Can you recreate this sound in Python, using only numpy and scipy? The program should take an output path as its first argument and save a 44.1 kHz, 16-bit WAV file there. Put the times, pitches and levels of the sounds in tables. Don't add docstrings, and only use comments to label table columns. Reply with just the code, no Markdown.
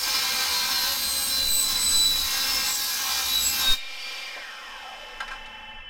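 import sys
import numpy as np
from scipy import signal
from scipy.fft import rfft, irfft, next_fast_len
from scipy.io import wavfile

SR = 44100
rng = np.random.default_rng(int(sys.argv[2]) if len(sys.argv) > 2 else 0)


def inscribe(sig):
    pcm = np.round(np.clip(np.atleast_2d(sig).T, -1, 1) * 32767)
    wavfile.write(sys.argv[1], SR, pcm.astype(np.int16))


N = 259749
TIME = np.arange(N) / SR
TOOTH_COUNT = 60


def from_db(db):
    return 10 ** (np.asarray(db) / 20)


def rms_one(x):
    return x / np.sqrt(np.mean(x ** 2) + 1e-20)


def in_time(rows):
    s, *columns = np.transpose(rows)
    return [np.interp(TIME, s, c) for c in columns]


def colour(x, points):
    size = next_fast_len(N + 8192)
    hz, db = np.transpose(points)
    bins = np.maximum(np.arange(size // 2 + 1) * SR / size, 1)
    outline = np.interp(np.log(bins), np.log(hz), db)
    octaves_below = np.maximum(np.log2(hz[0] / bins), 0)
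    octaves_above = np.maximum(np.log2(bins / hz[-1]), 0)
    gain = from_db(outline - 20 * (octaves_below + octaves_above))
    return irfft(rfft(x, size) * gain, size)[:N]


def drift(rate):
    r = np.exp(-80 * np.pi * rate / SR)
    chance = rng.standard_normal(N // 40 + 2002)
    slow = signal.lfilter([1], [1, -2 * r, r * r], chance)[2000:]
    return np.interp(np.arange(N) / 40, np.arange(len(slow)), rms_one(slow))


def noise(points):
    return rms_one(colour(rng.standard_normal(N), points))


def resonance(x, hz, width):
    r = np.exp(-np.pi * width / SR)
    zeros = np.array([1, 0, -1]) * (1 - r * r) / 2
    poles = [1, -2 * r * np.cos(2 * np.pi * hz / SR), r * r]
    return signal.lfilter(zeros, poles, x + 1e-18)


def phase_of(hz):
    return 2 * np.pi * np.cumsum(hz) / SR


def narrow_noise(hz, width):
    phase = phase_of(hz)
    return (drift(width) * np.cos(phase) + drift(width) * np.sin(phase)) / np.sqrt(2)


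def swell(start, length, rise_s=0.023, fall_s=0.017):
    rise = .5 + .5 * np.tanh((TIME - start) / (2 * rise_s))
    fall = .5 - .5 * np.tanh((TIME - start - length) / (2 * fall_s))
    return rise * fall


ECHO_DELAY_S = .003775


def near_echo(x, strength, dull_hz=9000):
    size = next_fast_len(N + 8192)
    hz = np.arange(size // 2 + 1) * SR / size
    back = np.clip(strength, 0, .95) * (0.2 + 0.57 / (1 + (hz / dull_hz) ** 10))
    comb = (1 + back * np.exp(-2j * np.pi * hz * ECHO_DELAY_S)) / np.sqrt(1 + back ** 2)
    return irfft(rfft(x, size) * comb, size)[:N]


BREAK_S, BREAK_DB_PER_S = 3.718, 212
USUAL_LOAD_DB = -32.5
# t/s, load level/dB
CUTTING_LOAD = [(0.0, -33), (0.14, -29), (0.83, -31), (1.13, -36.5), (1.37, -36), (1.54, -41), (1.75, -34),
                (2.07, -38.5), (2.34, -32), (2.68, -32), (2.74, -37.5), (3.17, -31), (3.5, -36.5),
                (3.6, -31.5), (3.7, -33)]


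def under_load(db, share):
    load_db, = in_time(CUTTING_LOAD)
    broken_s = np.maximum(TIME - BREAK_S, 0)
    return from_db(db + share * (load_db - USUAL_LOAD_DB) - BREAK_DB_PER_S * broken_s)


def tooth_bites(rate, memory):
    turns = np.cumsum(rate / TOOTH_COUNT) / SR
    steps, orders = 32 * TOOTH_COUNT, 5 * TOOTH_COUNT
    fresh = rng.standard_normal((int(turns[-1]) + 2, orders, 2)) @ [1, 1j]
    strengths = signal.lfilter([1], [1, -memory], fresh, axis=0)
    pattern = irfft(strengths, steps, axis=1).ravel()
    wobble = 1 + 0.041 * np.sin(2 * np.pi * turns + drift(1.0))
    return wobble * rms_one(np.interp(turns * steps, np.arange(len(pattern)), pattern))


# (level at the usual load/dB, share of the load's swing that is followed)
RASP_LEVEL, WALLS_LEVEL, CHIPS_LEVEL = (-32, 0.68), (-34, 0.98), (-33, -0.1)
# f/Hz, relative level/dB
RASP_COLOUR = [(2700, -55), (3400, 3), (3900, 6), (4500, 6), (5200, 5.5), (5800, 3), (6400, -1.5),
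               (7200, -9), (8200, -12), (9500, -39)]
WALLS_COLOUR = [(330, -11), (500, -7), (680, -9), (850, 1.5), (1050, 3), (1350, 0.5), (1600, 1.5),
                (1900, -1.5), (2400, 0), (3200, 1.5), (4200, -6.5)]
CHIPS_COLOUR = [(6500, 2), (8600, 0.5), (10000, -2), (11700, 1), (13000, 0), (15000, 1.5), (16500, -6)]
RUMBLE_COLOUR = [(20, 1), (38, -13), (65, 10), (100, -3.5), (150, 0), (230, -0.5), (310, -3), (450, -8),
                 (700, -6)]
# t/s, relative level/dB
TABLE_RUMBLE = [(0.0, -57), (0.08, -50.5), (2.13, -45), (2.28, -50.5), (2.49, -45), (2.95, -55.5),
                (3.71, -43.5)]


def cutting(rate):
    grab = from_db(0.82 * drift(39))
    rasp = under_load(*RASP_LEVEL) * rms_one(colour(tooth_bites(rate, memory=0.76), RASP_COLOUR))
    walls = under_load(*WALLS_LEVEL) * rms_one(colour(tooth_bites(rate, memory=0.61), WALLS_COLOUR))
    chips = under_load(*CHIPS_LEVEL) * rms_one(colour(tooth_bites(rate, memory=0.4), CHIPS_COLOUR))
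    chips = chips * from_db(0.57 * drift(120))
    rumble = under_load(in_time(TABLE_RUMBLE)[0] + 1, 0) * noise(RUMBLE_COLOUR)
    return grab * (rasp + walls + chips) + rumble


STEADY_WHINE = [-46.5, -49, -56.5, -55]
# start t/s, length/s, harmonic of the tooth rate, level/dB
WALL_SQUEALS = [(0.52, 0.091, 1, -33), (.68, 0.22, 1, -33), (1.0, 0.22, 1, -35), (1.2, 0.82, 4, -48),
                (2.15, 0.35, 3, -43), (.74, 0.58, 3, -39), (1.045, 0.29, 2, -35), (1.317, 0.22, 1, -27),
                (1.5, 0.16, 2, -25), (1.48, 0.14, 3, -33), (1.565, 0.7, 1, -32), (1.79, 0.28, 2, -26.5),
                (1.948, 0.19, 1, -27), (2.7, 0.064, 2, -29.5), (2.815, 0.14, 3, -39.5),
                (3.25, 0.39, 3, -36.5), (3.33, 0.075, 1, -24), (3.445, 0.048, 2, -21),
                (3.45, 0.12, 4, -40.5), (3.66, 0.072, 1, -19)]


def whine_levels():
    levels = [np.full(N, from_db(db)) for db in STEADY_WHINE]
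    for start, length, harmonic, db in WALL_SQUEALS:
        levels[round(harmonic) - 1] += from_db(db) * swell(start, length)
    return levels


def whine(rate, jitter_hz=1.5, shimmer_db=1.3, faltering_db=2.5, firm_db=-38):
    phase = phase_of(rate + jitter_hz * drift(35))
    harmonics = 0
    for k, gain in enumerate(whine_levels(), 1):
        weak = 1 / (1 + (gain / from_db(firm_db)) ** 2)
        unsteady = from_db(shimmer_db * drift(55) + faltering_db * weak * drift(19))
        harmonics = harmonics + gain * unsteady * np.sqrt(2) * np.sin(k * phase)
    flutter = 1 + .12 * np.sin(phase / TOOTH_COUNT)
    return harmonics * flutter


# f/Hz, width/Hz, relative level/dB
CLAMPED_MODES = [(1030, 110, -23), (1585, 35, -18), (2136, 45, -21), (2392, 35, -17), (3750, 14, -13),
                 (3976, 24, -13), (4232, 18, -17), (4520, 40, -12), (4790, 60, -12), (5060, 40, -11),
                 (5345, 45, -9), (6350, 50, -12)]
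# start t/s, end t/s, cycles per turn, relative level/dB
CHATTER_TONES = [(0, .7, 30, -46), (0, .9, 14, -44), (0, .6, 7, -52), (0, 1, 22, -44), (0, .6, 33, -45),
                 (.7, 1.65, 42, -46), (.75, 1.65, 8, -52), (.8, 1.15, 73, -41), (.85, 1.65, 68, -42),
                 (1.12, 1.5, 24, -48), (1.24, 1.4, 79, -35), (1.6, 2.35, 77, -40), (2.2, 2.8, 29, -47),
                 (2.25, 2.75, 33, -44), (2.25, 2.72, 25, -44), (2.25, 2.72, 42, -42), (2.28, 2.68, 78, -36),
                 (2.4, 2.72, 82, -34), (2.62, 3.3, 90, -41), (2.72, 3.02, 26, -44), (2.95, 3.45, 46, -45),
                 (3, 3.35, 12, -46), (3.04, 3.25, 70, -38), (3.38, 3.6, 78, -38), (3.4, 3.77, 42, -40),
                 (3.53, 3.77, 25, -37)]


def ringing_metal(rate, in_metal, rough_hz=22, modes_db=-0.5, chatter_db=3.0, wander_db=3.5):
    bites = rms_one(tooth_bites(rate, memory=0.2)) * in_metal
    bites = bites * under_load(*RASP_LEVEL) * from_db(modes_db)
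    out = np.zeros(N)
    for hz, width, db in CLAMPED_MODES:
        drive = bites * from_db(wander_db * drift(3.9))
        out += from_db(db) * resonance(drive, hz, width) / np.sqrt(np.pi * width / SR)
    turn, unrest = phase_of(rate / TOOTH_COUNT), drift(rough_hz)
    for start, end, cycles, db in CHATTER_TONES:
        span = slice(int(start * SR), int(end * SR))
        envelope = np.clip(np.minimum(TIME[span] - start, end - TIME[span]) / 0.064, 0, 1)
        grip, slip = (np.roll(unrest, shift)[span] for shift in rng.integers(0, N, size=2))
        tone = np.sin(cycles * turn[span] + cycles / TOOTH_COUNT * 0.48 * slip)
        out[span] += from_db(db + chatter_db) * envelope * (0.95 + 0.21 * grip) * tone
    return out


RING_OUT_HZ, RING_OUT_DB, RING_OUT_DB_PER_S = 3732, -32.5, 110
# start t/s, length/s, f/Hz, relative level/dB, roughness (0-1)
KERF_SONGS = [(0, 1.0, 3985, -37.5, .6), (1.0, .3, 3975, -41.5, .5), (1.3, .48, 3962, -36.5, .12),
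              (1.78, .7, 3970, -39, .25), (2.5, .45, 3990, -43, .7), (3.3, .13, 3970, -32, .2),
              (0, .7, 2375, -44, .6), (1.15, .45, 2385, -45, .5), (2.9, .8, 2398, -42, .6),
              (0, .9, 1590, -46, .6), (2.95, .3, 1610, -45, .5), (1.6, 1.1, 5085, -42, .6),
              (3.4, .14, 5040, -38, .5), (1.6, .6, 5320, -44, .6), (2.35, .37, 5300, -40.5, .6),
              (2.27, .43, 2705, -46, .6), (3.92, .33, 4570, -48, .8), (4.0, .36, 4740, -47, .9)]


def blade_song(level_db=-0.1, spread_hz=16):
    out = 0
    for start, length, hz, db, rough in KERF_SONGS:
        pure_tone = np.sqrt(2 * (1 - rough ** 2)) * np.sin(2 * np.pi * hz * TIME)
        tone = pure_tone + rough * narrow_noise(np.full(N, hz), spread_hz)
        out = out + from_db(level_db + db) * swell(start, length) * tone
    decay = from_db(RING_OUT_DB - RING_OUT_DB_PER_S * np.maximum(TIME - BREAK_S, 0))
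    ring_out = swell(BREAK_S, 1) * decay * np.sqrt(2) * np.sin(2 * np.pi * RING_OUT_HZ * TIME)
    return out + ring_out


LIFT_S, LIFT_LENGTH_S = 4.12, 0.21
STALL_SPEED = 0.11


def at_speed(speed, db, slowing_db, kerf_db):
    in_kerf = .5 - .5 * np.tanh((TIME - LIFT_S) / LIFT_LENGTH_S)
    level_db = db + slowing_db * np.log10(speed + 1e-6) - kerf_db * in_kerf
    return from_db(level_db) * speed / np.hypot(speed, STALL_SPEED)


# (level near full speed/dB, loss per tenfold drop of speed/dB, loss in the kerf/dB)
WHIRR_LEVEL, HISS_LEVEL = (-46.5, -3.8, 4), (-44.5, 6.2, 0.33)
# f/Hz, relative level/dB
WHIRR_COLOUR = [(110, -13), (230, -11.5), (380, -7), (520, 0), (680, 1), (860, 1), (1250, 1.5), (1800, 0.5),
                (2400, -1), (3200, -14), (4500, -48)]
HISS_COLOUR = [(1500, -30), (2800, 5), (3500, 3.5), (4400, -5.5), (5200, 2.5), (5900, -5.5), (6700, -9.5),
               (8000, -12.5), (10000, -17.5), (12000, -18.5), (14000, -19), (16000, -33)]


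def running_out(speed, whirr_swell_db=4.5, hiss_swell_db=6.5):
    lifting = np.exp(-((TIME - LIFT_S) / LIFT_LENGTH_S) ** 2)
    whirr = at_speed(speed, *WHIRR_LEVEL) * from_db(whirr_swell_db * lifting) * noise(WHIRR_COLOUR)
    hiss = at_speed(speed, *HISS_LEVEL) * from_db(hiss_swell_db * lifting) * noise(HISS_COLOUR)
    return whirr + hiss


WHISTLE_LEVEL = (-42.5, 14, 7)
WHISTLE_WIDTH_HZ = 34
# f at full speed/Hz, relative level/dB, strongest share of full speed, spread of that share
AIR_WHISTLES = [(2030, -3, .8, .35), (2230, -1, .5, .6), (2470, -.5, .6, .6), (2740, -1, .7, .3),
                (3780, 3.5, .42, .08)]
# f/Hz, gain/dB
EDDY_RADIATION = [(300, -6), (550, 1), (850, 2.5), (1200, -2.5), (1800, 0.5), (2300, 0.5), (2800, -2)]


def whistles(speed):
    out = 0
    for hz, db, best, span in AIR_WHISTLES:
        wavering = np.sin(phase_of(hz * speed + WHISTLE_WIDTH_HZ * drift(30)))
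        strand = wavering + narrow_noise(hz * speed, WHISTLE_WIDTH_HZ) / np.sqrt(2)
        out = out + from_db(db) * np.exp(-((speed - best) / span) ** 2 / 2) * strand
    shedding = np.clip((speed - .16) / .06, 0, 1)
    return shedding * at_speed(speed, *WHISTLE_LEVEL) * colour(out, EDDY_RADIATION)


# f at rest/Hz, shift at full speed/Hz, relative level at rest/dB, relative level at full speed/dB
DISC_MODES = [(226, 0, -63, -90), (853, -60, -56, -72), (866, 0, -53, -72), (1626, -50, -61, -66),
              (1750, 40, -62, -80), (1793, 40, -55, -61), (2073, 20, -61, -76), (2110, 0, -62, -74),
              (2340, 0, -88, -51), (2382, 0, -71, -47.5), (2643, -250, -53, -60), (2695, 0, -55, -68),
              (3018, 161, -50, -58), (3015, -115, -63, -54), (3289, 0, -67, -80), (3332, 100, -65, -65),
              (3718, 0, -88, -56), (4245, 0, -95, -58), (4565, 0, -92, -57), (4735, 0, -92, -58)]


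def blade_ring(speed, waver=0.086, spread_hz=20.0, throb=0.61, lobes_hz=330, level_db=5.0,
               steady=0.49, rough_share=0.65):
    out = 0
    turning = np.clip((speed - .032) / .012, 0, 1)
    for hz, shift_hz, rest_db, full_db in DISC_MODES:
        pitch = hz + shift_hz * speed * np.sqrt(speed)
        lobes = np.sin(phase_of(lobes_hz * speed * rng.uniform(0.65, 1.3)))
        sweep = 1 + throb * (1 - speed) ** 2 * lobes
        pure = (1.08 * (1 - speed) + 2.4 * steady * speed) * sweep * np.sin(phase_of(pitch))
        rough = (rough_share * speed + waver * (1 - speed)) * narrow_noise(pitch, spread_hz)
        fed = 1 - (1 - turning) / (1 + (hz / 1200) ** 6)
        gain = from_db(level_db + rest_db + (full_db - rest_db) * speed)
        out = out + fed * gain * (pure + rough)
    return out


# t/s, level before the vent/dB, length/s
AIR_PUFFS = [(1.54, -25, 0.075), (1.97, -22.5, 0.053), (3.712, -13.5, 0.02)]
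# t/s, level/dB
BREEZE_LEVEL = [(0, -54.5), (3.8, -70), (4.5, -64), (5.1, -48), (5.89, -41.5)]
# f/Hz, relative level/dB
BREEZE_OUTLINE = [(20, 21), (45, -20), (70, -3.5), (115, -15), (160, -25.5), (230, -19), (400, -38)]


def air_on_microphone(leak_hz=0.55):
    pushes = -sum(from_db(db) / (1 + ((TIME - s) / length) ** 2) ** 2 for s, db, length in AIR_PUFFS)
    thumps = signal.sosfilt(signal.butter(1, leak_hz, "high", fs=SR, output="sos"), pushes)
    return thumps + from_db(in_time(BREEZE_LEVEL)[0]) * noise(BREEZE_OUTLINE)


# start t/s, length/s, level/dB
STAND_SHUDDERS = [(1.385, 0.15, -38), (1.6, 0.69, -46), (3.323, 0.18, -45.5)]
# f/Hz, relative level/dB
STAND_COLOUR = [(20, 6), (38, 11.5), (50, -15), (65, 11), (85, -12), (130, -10), (300, -56)]


def shaking_stand():
    envelope = sum(from_db(db) * swell(start, length) for start, length, db in STAND_SHUDDERS)
    return envelope * noise(STAND_COLOUR)


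# t/s, level/dB, centre f/Hz, t60/s, share of aluminium ring, share of crack
ARM_AND_OFFCUT_KNOCKS = [(4.363, -35, 580, 0.18, 0.22, 0.25), (5.203, -28.5, 1450, 0.065, 0.44, 1),
                         (5.205, -26, 1080, 0.042, 0.36, 1), (5.221, -35, 940, 0.16, 0.55, .3),
                         (5.278, -32.5, 1880, 0.09, 0.4, 0.49), (5.307, -34, 1250, 0.062, 0.63, 0.2),
                         (5.314, -37, 1210, 0.24, 0.79, 0.19), (5.458, -42.5, 2980, 0.098, 0.35, .5)]
# f/Hz, width/Hz, relative level/dB
OFFCUT_MODES = [(837, 20, 4), (1044, 30, 6), (1350, 60, 2), (1502, 26, 5.5), (1600, 40, 4), (2390, 50, -6),
                (3004, 60, -8), (4030, 60, -10), (5050, 35, -3)]


def knocks(crack_db=1, ring_db=17, dull_hz=11000):
    bodies, strikes, cracks = 0, 0, 0
    for s, db, hz, t60, ring, crack in ARM_AND_OFFCUT_KNOCKS:
        age = np.maximum(TIME - s, 0)
        decay = from_db(db - 60 * age / t60) * (1 - np.exp(-age / 0.00064))
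        contacts = rng.standard_normal(N)
        body = resonance(resonance(contacts, hz, hz * 0.33), hz, hz * 2.0)
        bodies = bodies + decay * rms_one(body)
        strikes = strikes + ring * decay * rng.standard_normal(N)
        cracks = cracks + crack * decay * rng.standard_normal(N)
    modes = sum(from_db(db) * resonance(strikes, hz, width) for hz, width, db in OFFCUT_MODES)
    struck = bodies + from_db(crack_db) * resonance(cracks, 3400, 1600) + from_db(ring_db) * modes
    return signal.sosfilt(signal.butter(2, dull_hz, fs=SR, output="sos"), struck)


# t/s, tooth rate f/Hz
MOTOR_TOOTH_RATE = [(0.0, 4314), (0.2, 4300), (0.78, 4197), (1.2, 4095), (1.55, 4008), (1.96, 3979),
                    (2.29, 3915), (2.58, 3873), (2.84, 3816), (3.08, 3880), (3.35, 3914), (3.58, 3808),
                    (3.67, 3750), (3.74, 3721)]
# t/s, share of full speed
BLADE_SPEED = [(0, 0.97), (4.24, 0.97), (4.4, 0.78), (4.5, 0.655), (4.6, 0.545), (4.72, 0.45), (4.87, 0.35),
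               (5.0, .268), (5.15, 0.205), (5.45, .09), (5.9, 0.021)]
# f/Hz, level re mid/dB
SIDE_LEVEL = [(60, -40), (110, -10.5), (200, -26.5), (380, -19.5), (700, -30), (1290, -40), (2380, -38),
              (4400, -37.5), (8120, -34), (15000, -39)]


def scene():
    rate, = in_time(MOTOR_TOOTH_RATE)
    speed = np.clip(in_time(BLADE_SPEED)[0], 0, 1)
    in_metal = np.interp(TIME, [3.74, 3.82], [1, 0])
    free = np.interp(TIME, [3.6, 3.76], [.3, 1])
    noises = near_echo(in_metal * cutting(rate) + knocks(), strength=0.66)
    noises = noises + near_echo(free * running_out(speed), strength=0.75)
    noises = noises + near_echo(free * whistles(speed), strength=0.68)
    tones = in_metal * (whine(rate) + shaking_stand()) + blade_song()
    tones = tones + ringing_metal(rate, in_metal) + free * blade_ring(speed)
    mid = noises + tones + air_on_microphone()
    side = colour(np.concatenate([np.zeros(300), mid[:-300]]), SIDE_LEVEL)
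    return np.array([mid + side, mid - side])


def record(dry, cutoff_hz=16500):
    return signal.sosfiltfilt(signal.ellip(10, .1, 60, cutoff_hz, fs=SR, output="sos"), dry)


dry = scene()
out = record(dry)
inscribe(out)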